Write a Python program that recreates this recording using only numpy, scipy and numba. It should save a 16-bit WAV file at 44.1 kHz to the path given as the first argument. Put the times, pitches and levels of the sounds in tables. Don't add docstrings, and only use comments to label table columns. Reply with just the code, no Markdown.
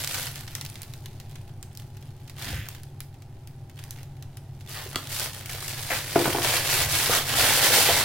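import sys
import numpy as np
from scipy import signal
from scipy.fft import rfft, irfft
from scipy.io import wavfile
from numba import njit

SR = 44100
rng = np.random.default_rng(int(sys.argv[2]) if len(sys.argv) > 2 else 0)


def int16_out(signal):
    q = np.round(np.clip(np.atleast_2d(signal).T, -1, 1) * 32767)
    wavfile.write(sys.argv[1], SR, q.astype(np.int16))


N = 354563
T = np.arange(N) / SR


def amp(db):
    return 10 ** (np.asarray(db) / 20)


def unit(x):
    return x / np.sqrt(np.mean(x ** 2) + 1e-20)


def add(out, s, sound):
    i = max(0, int(s * SR))
    out[:, i:i + sound.shape[-1]] += sound[..., :max(0, N - i)]


def colour(x, points, size=8192):
    hz, db = np.transpose(points)
    bin_hz = np.arange(size // 2 + 1) * SR / size
    gain = amp(np.interp(np.log(bin_hz + 1), np.log(hz), db))
    cepstrum = irfft(np.log(gain))
    cepstrum[1:size // 2] *= 2
    cepstrum[size // 2 + 1:] = 0
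    response = irfft(np.exp(rfft(cepstrum))).reshape((1,) * (x.ndim - 1) + (-1,))
    return signal.fftconvolve(x, response, axes=-1)[..., :x.shape[-1]]


def ring(x, hz, q):
    hz = min(hz, .4 * SR)
    return signal.lfilter(*signal.iirpeak(hz, max(q, 4 * hz / SR), fs=SR), x)


def stereo_noise(count):
    mid, side = rng.standard_normal((2, count))
    return np.array([mid + side, mid - side])


def crack(t60, count=1024):
    burst = stereo_noise(count) * amp(-60 * T[:count] / t60)
    return unit(burst) / np.sqrt(count)


@njit
def scatter(starts, sizes, kinds, facets, count):
    out = np.zeros((2, count + facets.shape[2]))
    for k in range(len(starts)):
        for side in range(2):
            for i in range(facets.shape[2]):
                out[side, starts[k] + i] += sizes[k] * facets[kinds[k], side, i]
    return out[:, :count]


def shower(db, rate, spectrum, low_hz, high_hz, t60, spread_db, ring_db, count=120, size=512):
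    bursts = stereo_noise(count * size).reshape(2, count, size).swapaxes(0, 1)
    bursts = bursts * amp(-60 * T[:size] / t60)
    pitches = np.geomspace(low_hz, high_hz, count)
    facets = np.array([b + amp(ring_db) * ring(b, hz, q=8.6) for b, hz in zip(bursts, pitches)])
    facets = colour(facets, spectrum, size=1024)
    facets /= np.sqrt(np.sum(facets.mean(axis=1) ** 2) / count)
    strength_db = spread_db * np.minimum(rng.standard_exponential(N), np.pi)
    sizes = unit(amp(strength_db)) * rng.choice([-1, 1], N)
    sizes = sizes * amp(db) * np.sqrt(SR / rate)
    kinds = rng.integers(0, count, N)
    starts = np.flatnonzero(rng.random(N) < rate / SR)
    return scatter(starts, sizes[starts], kinds[starts], facets, N)


# time in seconds, level in dB.
GRIP_LEVELS = [(0, -53), (.6, -55.5), (.9, -61), (1.4, -64), (1.55, -72.5), (1.8, -66), (2.7, -69.5),
               (3.2, -72), (3.6, -72), (4.2, -73), (4.55, -68.5), (4.7, -61)]
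# start in seconds, length in seconds, level of small creases in dB, level of broad folds in dB.
BAG_SQUEEZES = [(-.05, 0.065, -36, -40), (0.052, 0.21, -36.5, -41.5), (0.32, 0.048, -45, -50),
                (2.353, 0.19, -46, -43), (2.608, 0.14, -62.5, -52.5), (3.711, 0.3, -65, -54.5),
                (4.654, 0.19, -45, -46.5), (4.786, 0.34, -52, -49.5), (5.074, 0.15, -34.5, -40),
                (5.177, 0.055, -34.5, -35.5), (5.292, 0.12, -47.5, -43.5), (5.454, 0.2, -40, -44.5),
                (5.635, 0.3, -40, -42), (5.873, 0.099, -33.5, -34), (5.978, 0.33, -39, -41.5),
                (6.115, 0.28, -35.5, -34), (6.397, 0.19, -30, -28.5), (6.598, 0.12, -31.5, -30.5),
                (6.673, .15, -26.5, -28.5), (6.866, .2, -27, -29.5), (7.07, 0.1, -26.5, -25.5),
                (7.239, 0.15, -31.5, -29.5), (7.336, .28, -25, -25.5), (7.601, 0.067, -22, -23),
                (7.684, 0.13, -21, -23), (7.806, 0.2, -26.5, -25.5)]


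def effort(attack_s=0.049, release_s=0.038, grip_fold_db=1.5):
    grip_db = np.interp(T, *np.transpose(GRIP_LEVELS))
    power = amp([grip_db, grip_db + grip_fold_db]) ** 2
    for s, length, crease_db, fold_db in BAG_SQUEEZES:
        build_up = np.clip((T - s) / attack_s, 0, 1)
        settling = np.exp(-np.clip(T - s - length, 0, 1) / release_s)
        power += (amp([[crease_db], [fold_db]]) * build_up * settling) ** 2
    return 10 * np.log10(power)


# frequency in Hz, relative level in dB.
CREASE_SPECTRUM = [(200, -24), (600, -15), (1500, 3), (3500, 3.5), (5000, 5.5), (7000, 3), (10500, 4),
                   (16000, 0)]
FOLD_SPECTRUM = [(120, -15), (280, -7.5), (480, -5.5), (800, -4), (1150, -7.5), (1750, -3.5), (2400, -6),
                 (3100, -5.5), (4400, -8.5), (6200, -14), (15000, -17)]


def crinkle():
    crease_db, fold_db = effort()
    crease_rate = 150 + 2600 * amp(.85 * (crease_db + 26.5))
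    fold_rate = 90 + .6 * crease_rate
    creases = shower(crease_db, crease_rate, CREASE_SPECTRUM,
                     low_hz=2500, high_hz=15000, t60=.007, spread_db=4.2, ring_db=0)
    folds = shower(fold_db, fold_rate, FOLD_SPECTRUM,
                   low_hz=480, high_hz=4800, t60=.015, spread_db=4, ring_db=2)
    return amp(-2.2) * creases + amp(0.23) * folds


# frequency in Hz, relative level in dB.
AIR_SPECTRUM = [(15, 5), (28, -11), (65, -0.5), (85, -2), (100, -3), (142, 5.5), (175, -10), (290, -13),
                (480, -22), (820, -19), (1100, -30), (3000, -37), (7000, -44.5), (16000, -48.5)]
# frequency in Hz, level before the swell in dB, wander in Hz.
HUM_TONES = [(96.3, -49, 1.474), (105.1, -53, 1.14), (122.1, -51, 0.28), (137.9, -50, 0.26),
             (367, -65.5, 4.4), (405, -75.5, 3.04), (807, -68.5, 22.6)]
# time in seconds, gain in dB.
FAN_SWELL = [(0, 2), (1.2, 2), (2.2, 0.5), (3.2, 0), (4.2, 1), (4.7, 1), (5.7, 1), (6.6, 5), (8.04, 3)]


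def fan():
    out = amp(-42.5) * unit(colour(stereo_noise(N), AIR_SPECTRUM))
    for hz, db, wander_hz in HUM_TONES:
        drift = np.interp(T, np.linspace(0, T[-1], 80), rng.standard_normal(80))
        cycles = np.cumsum(hz + wander_hz * drift) / SR + rng.random()
        out += amp(db) * np.sqrt(2) * np.sin(2 * np.pi * cycles)
    return out * amp(np.interp(T, *np.transpose(FAN_SWELL)))


def faint_ticks(count=20, until_s=4.7, doubling_db=9, low_hz=1500, high_hz=4000, flutter_db=3):
    moment, size, pitch = rng.random((count, 3)).T
    held = T[T < until_s]
    rate = 2 ** (np.interp(held, *np.transpose(GRIP_LEVELS)) / doubling_db)
    starts = np.interp((np.arange(count) + moment) / count, np.cumsum(rate) / rate.sum(), held)
    db = -42 + 4 * (2 * size - 1)
    hz = low_hz * (high_hz / low_hz) ** pitch
    return list(zip(starts, db, hz, np.full(count, flutter_db)))


# start in seconds, level in dB, resonance in Hz, flutter level relative to the tick in dB.
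CREASE_SNAPS = [(0.037, -19, 3490, 2.5), (0.045, -14, 5220, -6), (0.0739, -12.5, 4390, -9),
                (.1098, -17.5, 1730, 1), (0.1434, -16.5, 5950, 3), (.1514, -23, 1790, 0),
                (.2678, -26, 1610, 8.5), (0.357, -21.5, 4420, -2), (.408, -24.5, 3380, -12),
                (0.4768, -35, 1770, 12.5), (0.5507, -13, 5650, -5.5), (.611, -19, 4690, -1),
                (.65, -22.5, 2180, -3), (.662, -23, 4600, -19), (.699, -25.5, 8900, -10),
                (.7555, -28.5, 4420, 2), (.818, -22, 9000, -17), (.831, -25, 3860, -4),
                (0.9362, -25, 3780, -5.5), (1.058, -27, 3370, -.5), (1.2, -28, 4510, -3),
                (1.355, -37, 1510, 9), (1.627, -24.5, 8250, -6), (1.7508, -32.5, 4870, -10),
                (1.773, -24.5, 4630, -17), (1.7974, -29.5, 3440, -7), (1.969, -37.5, 1820, 2),
                (2.2782, -38, 3760, 4.5), (2.2963, -27.5, 3820, -1), (2.422, -25, 3080, 3),
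                (2.444, -24, 1780, 5), (2.6862, -18, 2730, -19), (2.7477, -31.5, 1580, 4),
                (2.833, -31.5, 2020, -2.5), (3.0039, -21.5, 12300, -4.5), (3.473, -31, 2930, -7),
                (3.79, -41, 2900, 10.5), (3.8382, -25.5, 1690, -22), (3.9077, -20, 6800, -28),
                (4.0304, -31.5, 5980, -4), (4.2241, -32, 4500, 1), (4.37, -29.5, 9450, -1),
                (4.608, -40.5, 1640, 7), (5.0717, -21, 3510, -8), (5.162, -21, 3220, 4),
                (5.1963, -12.5, 8900, -9), (5.458, -20, 1500, -3), (5.4944, -27, 2520, 9),
                (5.6798, -14.5, 5750, -19), (5.7824, -43, 3410, 0)]
# frequency in Hz, relative level in dB.
SNAP_SPECTRUM = [(300, -17), (1200, -8), (3000, -2.5), (4500, -.5), (8000, -1), (12000, 0), (16000, 0)]


def snaps():
    out = np.zeros((2, N))
    for s, db, hz, flutter_db in CREASE_SNAPS + faint_ticks():
        tick = crack(t60=.005) + amp(-5) * crack(t60=.02)
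        tick[0, 2] += .6
        tick[1, 2 + rng.integers(-1, 2)] += .6
        tick = colour(tick + ring(tick, hz, q=3), SNAP_SPECTRUM, size=1024)
        flutter = ring(crack(t60=0.045), hz=2160, q=0.82)
        snap = unit(tick) + amp(flutter_db) * unit(flutter)
        add(out, s + .0008, amp(db + 9) * snap / np.sqrt(snap.shape[1]))
    return out


def swell(length, rise):
    progress = np.linspace(0, 1, int(length * SR))
    return np.sin(np.pi * progress ** rise).clip(0)


# start in seconds, length in seconds, level in dB,
# resonance in Hz, rise exponent (small is abrupt).
FINGER_RUBS = [(0.135, 0.024, -37.5, 1670, 0.87), (2.409, 0.29, -44, 2080, 0.78),
               (4.73, 0.17, -42, 1260, 0.42), (5.901, 0.058, -28, 2050, 0.59),
               (7.099, 0.072, -28.5, 1210, 0.32)]


def finger_rubs(slips_per_s=2500, bypass_db=-6):
    out = np.zeros((2, N))
    for s, length, db, hz, rise in FINGER_RUBS:
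        stroke = swell(length, rise)
        slips = (rng.random(SR) < slips_per_s / SR) * rng.standard_normal(SR)
        rasp = signal.fftconvolve((slips[:len(stroke)] * stroke)[None], crack(t60=0.0029), axes=-1)
        resonance = ring(ring(rasp, hz, q=1.1), hz, q=1.1)
        rub = colour(resonance + amp(bypass_db) * rasp, FOLD_SPECTRUM, size=1024)
        add(out, s, amp(db) * unit(rub))
    return out


# start in seconds, length in seconds, level in dB.
CARTON_SHOVES = [(2.422, 0.25, -34), (6.78, 0.2, -37), (7.33, 0.15, -35), (7.87, 0.17, -38)]


def carton_shoves(hz=85, q=1.3):
    out = np.zeros((2, N))
    for s, length, db in CARTON_SHOVES:
        push = swell(length, rise=0.87)
        rumble = ring(ring(rng.standard_normal(SR), hz, q), hz, q)
        add(out, s, amp(db) * push * unit(rumble[-len(push):]))
    return out


def struck(modes, hz, count=12000):
    t, body = T[:count], np.zeros(count)
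    for k, (mode_hz, db, t60) in enumerate(modes):
        coupling = (-1) ** k / np.hypot(mode_hz / hz, hz / mode_hz)
        body += coupling * amp(db - 60 * t / t60) * np.sin(2 * np.pi * mode_hz * t)
    return body / np.abs(body).max()


# start in seconds, level in dB, lower mode in Hz.
PANEL_POPS = [(2.532, -34.5, 520), (4.861, -35, 394), (5.549, -36, 476), (5.905, -25, 700),
              (5.921, -25.5, 527), (7.096, -18, 480), (7.707, -21.5, 484), (7.771, -17.5, 620),
              (7.783, -19, 490), (7.806, -18.5, 780), (7.889, -18.5, 490), (7.897, -15.5, 686)]


def panel_pops():
    out = np.zeros((2, N))
    for s, db, hz in PANEL_POPS:
        modes = [(hz, 0, .04), (1.62 * hz, -5, .02)]
        add(out, s, amp(db + 2) * struck(modes, hz))
    return out


# frequency in Hz, level in dB, time to fall 60 dB in seconds.
PLASTIC_MODES = [(280, 5, 0.034), (675, 1, 0.0059), (1190, -1, 0.037), (1380, 1, 0.011), (2110, 3, 0.0067),
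                 (2800, -5, .02), (3330, -2.5, 0.017), (3900, -8, .015), (4440, -4.5, 0.013)]
# start in seconds, level in dB, brightness in Hz.
CASE_KNOCKS = [(4.9462, -31, 1300), (4.958, -15.5, 6000), (4.961, -19.5, 890)]


def case_knocks():
    out = np.zeros((2, N))
    for s, db, hz in CASE_KNOCKS:
        add(out, s, amp(db + 3) * struck(PLASTIC_MODES, hz))
        add(out, s, amp(db + 15) * ring(crack(t60=0.011), hz, q=.5))
    return out


# frequency in Hz, level in dB, time to fall 60 dB in seconds.
CARDBOARD_MODES = [(141, 3, 0.11), (295.8, -2, 0.23), (344.6, -1.5, 0.25), (429, -6, 0.044),
                   (546, -11, 0.074), (666, -2, 0.054), (834, 4, 0.026), (930, -0.5, 0.044),
                   (1200, -29.5, .04), (1353, -19, 0.13)]
# start in seconds, level in dB, brightness in Hz.
CARTON_BUMPS = [(6.157, -5.5, 530), (6.176, -25, 330), (6.185, -26, 400), (6.195, -15.5, 353),
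                (6.254, -10.5, 740), (6.276, -15, 345), (6.347, -16, 586), (6.383, -15.5, 546)]


def carton_bumps():
    out = np.zeros((2, N))
    for s, db, hz in CARTON_BUMPS:
        burst = crack(t60=0.067, count=2048)
        thud = ring(ring(burst, hz, q=0.68), hz, q=.8)
        add(out, s, amp(db - 2.5) * struck(CARDBOARD_MODES, hz))
        add(out, s, amp(db - 16) * unit(thud))
    return out


def room(x, low_t60_s=0.29, treble_t60_s=0.31, crossover_hz=4500, echo_db=-3.5, count=16000):
    t, out = T[:count], x.copy()
    lowpass = signal.butter(2, crossover_hz, fs=SR, output="sos")
    onset = np.clip(t / 0.0013 - .5, 0, 1)
    block = SR // 2
    for start in range(0, N, block):
        reflections = stereo_noise(count) * onset
        low = signal.sosfilt(lowpass, reflections)
        treble = amp(-0.5) * (reflections - low)
        tail = low * amp(-60 * t / low_t60_s) + treble * amp(-60 * t / treble_t60_s)
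        echo = signal.fftconvolve(x[:, start:start + block], unit(tail) / np.sqrt(count), axes=-1)
        add(out, start / SR, amp(echo_db) * echo)
    return out


def scene():
    ticks = snaps()
    handling = crinkle() + .7 * ticks + carton_bumps() + panel_pops() + case_knocks()
    handling += finger_rubs() + carton_shoves()
    return room(handling) + .45 * ticks + fan()


# frequency in Hz, gain of the side signal in dB.
SIDE_GAIN = [(60, -64), (130, -41.5), (260, -15.5), (600, -10.5), (1700, -9), (2600, -5.5), (5500, -1.5),
             (12500, -2.5), (15000, -6)]


def record(dry, top_hz=15900):
    mid = (dry[0] + dry[1]) / 2
    side = colour((dry[0] - dry[1]) / 2, SIDE_GAIN)
    left = colour(mid + side, [(1200, 0.16), (2200, -0.87), (3500, -0.6), (5500, 0.76)], size=512)
    right = colour(mid - side, [(1200, 0), (2200, 0.37), (3500, 1.5), (5500, 1.0)], size=512)
    lowpass = signal.ellip(10, .2, 70, top_hz, fs=SR, output="sos")
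    return signal.sosfilt(lowpass, [left, right])


dry = scene()
out = record(dry)
int16_out(out)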